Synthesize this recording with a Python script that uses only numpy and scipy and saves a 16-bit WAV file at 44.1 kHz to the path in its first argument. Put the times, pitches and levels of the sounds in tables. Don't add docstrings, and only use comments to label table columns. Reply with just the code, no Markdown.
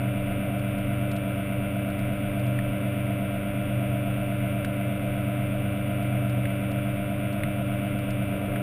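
import sys
import numpy as np
from scipy import signal
from scipy.fft import rfft, irfft, next_fast_len
from scipy.io import wavfile

SR = 44100
rng = np.random.default_rng(int(sys.argv[2]) if len(sys.argv) > 2 else 0)


def int16_out(signal):
    q = np.round(np.clip(np.atleast_2d(signal).T, -1, 1) * 32767)
    wavfile.write(sys.argv[1], SR, q.astype(np.int16))


N = 380141
TIME = np.arange(N) / SR
GEAR_RATIO = 12
BLADES = 3


def from_db(db):
    return 10 ** (np.asarray(db) / 20)


def rms_one(x):
    return x / np.sqrt(np.mean(x ** 2) + 1e-20)


def in_time(rows):
    return np.interp(TIME, *np.transpose(rows))


def drift(rate_hz):
    step = 40
    settle = 2000
    r = np.exp(-2 * np.pi * rate_hz * step / SR)
    noise = rng.standard_normal(N // step + settle + 2)
    slow = signal.lfilter([1], [1, -2 * r, r * r], noise)[settle:]
    return np.interp(np.arange(N) / step, np.arange(len(slow)), rms_one(slow))


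def colour(white, spectrum):
    size = next_fast_len(N)
    hz, db = np.transpose(spectrum)
    bins_hz = np.maximum(np.arange(size // 2 + 1) * SR / size, 1)
    gain = from_db(np.interp(np.log(bins_hz), np.log(hz), db)) * np.sqrt(SR / 2)
    return irfft(rfft(white, size) * gain, size)[:N]


def resonate(x, hz, width_hz):
    r = np.exp(-np.pi * width_hz / SR)
    top = (1 - r * r) / 2
    section = [top, 0, -top, 1, -2 * r * np.cos(2 * np.pi * hz / SR), r * r]
    return signal.sosfilt([section] * 2, x + 1e-18)


def bursts(rows, decay_s, attack_s):
    starts = np.zeros(N)
    for start_s, level_db in rows:
        starts[int(np.clip(start_s * SR, 0, N - 1))] += from_db(level_db)
    rise, fall = np.exp(-1 / (attack_s * SR)), np.exp(-1 / (decay_s * SR))
    envelope = signal.lfilter([1 - rise], [1, -rise - fall, rise * fall], starts + 1e-18)
    return envelope * rng.standard_normal(N)


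def hum(prop_turns, lean_turns=0.026, flutter=0.017):
    # order [cycles per propeller turn], level_db [rms, before throb and flutter],
    # throb [share of height, negative dips], sway [phase, radians]
    harmonics = [(6, -62, 0, -0.21), (9, -48, -0.07, -0.47), (12, -38, 0.24, 0.082),
                 (18, -55.5, 0.15, 0.13), (21, -67, 0.16, -0.34), (24, -34, -0.36, -0.35),
                 (36, -37, 0.026, 0.68), (42, -66, -0.4, -0.62), (48, -56.5, -0.039, 0.8),
                 (54, -61.5, 0.085, 0.29), (60, -54.5, 0.45, 0.37), (66, -53.5, 0.054, -0.53),
                 (78, -57.5, -0.43, -0.41), (84, -45, -0.43, 0.62), (96, -67, -0.24, 0.25),
                 (108, -66.5, -0.14, 0.39), (120, -55.5, -0.064, 1), (165, -70, 0.091, 0.75),
                 (180, -56.5, -0.54, -0.05)]
    angle = 2 * np.pi * prop_turns
    unbalance = np.cos(angle + 2 * np.pi * lean_turns)
    load = 1 + flutter * drift(16.0)
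    out = np.zeros(N)
    for order, level_db, throb, sway in harmonics:
        blade_order = BLADES * round(order / BLADES)
        wave = np.sin(blade_order * angle + sway * unbalance + 2 * np.pi * rng.random())
        out += from_db(level_db) * load * (1 + throb * unbalance) * wave
    return np.sqrt(2) * out


def boom(prop_turns, trim_db=0.35, order=15, flutter=.2, flutter_hz=6.6, sway=0.091):
    # time_s, level_db [rms, before trim and flutter]
    boom_level = [(0.0, -29), (0.4, -33.3), (0.66, -30), (2.3, -34.5), (2.46, -28.5), (2.8, -33),
                  (3.24, -30.1), (3.4, -35.5), (3.74, -29.2), (4.48, -29.5), (4.64, -32), (6.32, -28.5),
                  (6.64, -33.5), (6.84, -29.0), (7.0, -34), (8.28, -30.5), (8.4, -42), (8.62, -30.5)]
    strength = from_db(in_time(boom_level) + trim_db) * (1 + flutter * drift(flutter_hz))
    sway_radians = sway * drift(flutter_hz)
    angle = 2 * np.pi * (order * prop_turns + rng.random()) + sway_radians
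    return np.sqrt(2) * strength * np.sin(angle)


def rattle(shaft_turns, jitter_s=0.00014, wander_s=.0001, sway_s=.00007, blade_shift_s=.00006,
           uneven_db=3.5, top_hz=3700):
    # place [turns, 0-1], ring_hz, width_hz [of each resonance],
    # level_db [rms before the lowpass and the swing in scene], loose [0-1]
    contacts = [(.30, 1383, 198, -51, 0.54), (.68, 1420, 310, -50, 0.5), (.50, 2338, 198, -49, .1),
                (.51, 2633, 253, -49.5, .1), (.51, 2830, 140, -57, 0.2), (.79, 2086, 196, -51.5, 0.95),
                (.17, 2550, 750, -54, 0.4), (.81, 3380, 160, -60, 0.6)]
    out = np.zeros(N)
    turns = np.arange(int(shaft_turns[-1]) + 1)
    play_s = wander_s * drift(14) + sway_s * np.cos(2 * np.pi * shaft_turns / GEAR_RATIO)
    for place, ring_hz, width_hz, level_db, loose in contacts:
        late, strength = rng.standard_normal((len(turns), 2)).T
        blade_load = np.sin(2 * np.pi * (turns * BLADES / GEAR_RATIO + rng.random()))
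        hit_s = np.interp(turns + place, shaft_turns, TIME + play_s, right=-1)
        hit_s = hit_s + loose * (jitter_s * late + blade_shift_s * blade_load)
        heard = (hit_s > 0) & (hit_s < TIME[-1])
        clicks = np.zeros(N)
        click_db = loose * uneven_db * np.minimum(strength[heard], 2)
        clicks[(hit_s[heard] * SR).astype(int)] = from_db(click_db)
        out += from_db(level_db) * rms_one(resonate(clicks, ring_hz, width_hz))
    return signal.sosfilt(signal.butter(10, top_hz, fs=SR, output="sos"), out)


def grind(prop_turns, repeat_share=0.59):
    # frequency_hz, density_db [dB per Hz]
    grind_spectrum = [(130, -85), (170, -69.5), (275, -62), (350, -74.5), (460, -74.5), (545, -72.5),
                      (690, -68.5), (750, -71.5), (840, -93), (980, -80.5), (1400, -77.5), (1780, -83),
                      (2350, -77), (3200, -84), (3720, -86.5), (4000, -112)]
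    size = 5376
    flaws = rms_one(irfft(np.exp(2j * np.pi * rng.random(size // 2 + 1))))
    repeating = np.interp(prop_turns % 1 * size, np.arange(size), flaws)
    share = np.clip(repeat_share, 0, 1)
    fresh = rng.standard_normal(N)
    return colour(np.sqrt(share) * repeating + np.sqrt(1 - share) * fresh, grind_spectrum)


def warble(prop_turns, swing=1.3, from_hz=170, to_hz=-110, length_s=.17, place=.55,
           scatter_turns=.08, uneven_db=1.5):
    out = np.zeros(N, complex)
    for turn in range(int(prop_turns[-1]) + 1):
        late, strength, phase = rng.standard_normal(3)
        middle_s = np.interp(turn + place + scatter_turns * late, prop_turns, TIME)
        first = max(int((middle_s - length_s / 2) * SR), 0)
        last = min(int((middle_s + length_s / 2) * SR), N)
        at = np.arange(first, last)
        progress = (TIME[at] - middle_s) / length_s + .5
        offset_hz = from_hz + (to_hz - from_hz) * progress
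        swell = swing * from_db(uneven_db * strength) * np.sin(np.pi * progress) ** 2
        out[at] += swell * np.exp(2j * np.pi * (np.cumsum(offset_hz) / SR + phase))
    return out


def mesh(prop_turns, level_db=-37.5, order=72, shake=0.37, swell_share=0.39, low_hz=500, high_hz=765):
    slide = warble(prop_turns)
    twist_band = signal.butter(2, [25, 115], "band", fs=SR, output="sos")
    twist = rms_one(signal.sosfilt(twist_band, rng.standard_normal(N)))
    angle = 2 * np.pi * order * prop_turns + slide.imag + shake * twist
    tone = (1 + swell_share * slide.real) * np.sin(angle)
    hull = signal.butter(4, [low_hz, high_hz], "band", fs=SR, output="sos")
    return from_db(level_db) * rms_one(signal.sosfilt(hull, tone))


def whine():
    # pitch_hz, level_db [rms]
    whine_tones = [(1402, -73), (2803, -66)]
    tones = sum(from_db(level_db) * np.sin(2 * np.pi * pitch_hz * TIME) for pitch_hz, level_db in whine_tones)
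    return np.sqrt(2) * tones


def water():
    # frequency_hz, density_db [dB per Hz]
    wash_spectrum = [(10, -99), (20, -74), (30, -53.5), (45, -63.5), (62, -70.5), (95, -62), (122, -57),
                     (160, -66), (275, -70), (350, -75), (850, -86.5), (3600, -96.5), (4100, -102),
                     (6000, -108)]
    # time_s, level_db [rms]
    gurgle_level = [(0, -79), (8.1, -74), (8.35, -43.5), (8.62, -43)]
    gurgle = rms_one(resonate(rng.standard_normal(N), hz=450, width_hz=270))
    wash = colour(rng.standard_normal(N), wash_spectrum)
    return wash + from_db(in_time(gurgle_level)) * gurgle


def grit(clear_db=1, faint_db=-62, spread_db=3, decay_s=0.0052, attack_s=0.0014, low_hz=2400,
         top_hz=5000, count=40):
    # [relative, before clear_db, envelope, noise and band filter]
    clear = [(0.5911, -43), (0.7831, -46), (1.1134, -33), (1.1618, -37), (1.898, -41), (1.9889, -41),
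             (2.3935, -43), (2.4638, -42), (4.6463, -32), (6.0272, -45), (6.2956, -39), (6.7131, -40),
             (7.3262, -40), (7.9882, -42), (8.1025, -33.5)]
    faint = [(rng.random() * TIME[-1], faint_db + spread_db * rng.standard_normal()) for _ in range(count)]
    ticks = from_db(clear_db) * bursts(clear, decay_s, attack_s) + bursts(faint, decay_s, attack_s)
    band = signal.butter(2, [low_hz, top_hz], "band", fs=SR, output="sos")
    return signal.sosfilt(band, ticks)


def knocks(scuff_db=10, strike_db=34, ring_width_hz=700, thump_db=55, decay_s=0.0042, attack_s=0.00018,
           top_hz=2800, scuff_width_hz=2500):
    # [relative thump level, before thump_db and the resonance]
    mount_hits = [(2.589, -28, 1680, -42), (4.647, -28, 1510, -46), (6.455, -29.5, 1900, -44),
                  (7.435, -25.5, 1970, -20), (8.559, -29.5, 1500, -51)]
    clack, push = np.zeros(N), np.zeros(N)
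    for start_s, clack_db, ring_hz, low_db in mount_hits:
        strike = signal.unit_impulse(N, int(start_s * SR))
        clack += from_db(clack_db + strike_db) * resonate(strike, ring_hz, ring_width_hz)
        scuff = bursts([(start_s, clack_db)], decay_s, attack_s)
        clack += from_db(scuff_db) * resonate(scuff, ring_hz, scuff_width_hz)
        push += from_db(low_db) * strike
    clack = signal.sosfilt(signal.butter(4, top_hz, fs=SR, output="sos"), clack)
    return clack + from_db(thump_db) * resonate(push, hz=129.7, width_hz=30)


def scene(rattle_swing_db=0.48, slip_turns=.007, slip_hz=3):
    # time_s, speed [turns per s]
    shaft_speed = [(0.0, 98.18), (1.08, 98.48), (1.24, 97.93), (2.28, 98.7), (2.46, 98.15), (3.0, 98.76),
                   (3.16, 98.45), (3.36, 98.77), (4.76, 98.42), (6.04, 99.3), (6.4, 97.46), (6.96, 99.14),
                   (7.16, 98.99), (7.4, 99.97), (7.64, 98.6), (7.84, 99.39), (8.24, 98.1), (8.62, 98.86)]
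    shaft_turns = np.cumsum(in_time(shaft_speed)) / SR + slip_turns * drift(slip_hz)
    prop_turns = shaft_turns / GEAR_RATIO
    motor = hum(prop_turns) + boom(prop_turns)
    swinging_rattle = from_db(rattle_swing_db * drift(5.2)) * rattle(shaft_turns)
    gears = swinging_rattle + grind(prop_turns) + mesh(prop_turns)
    return (motor + gears + whine() + water() + grit() + knocks())[None]


def record(dry, hold_hz=12000, cutoff_hz=15100):
    slow = signal.resample_poly(dry, hold_hz, SR, axis=1, window=("kaiser", 8))
    steps = np.repeat(slow, 4, axis=1)
    held = signal.resample_poly(steps, SR, 4 * hold_hz, axis=1)[:, :N]
    return signal.sosfilt(signal.ellip(10, .2, 70, cutoff_hz, fs=SR, output="sos"), held)


dry = scene()
out = record(dry)
int16_out(out)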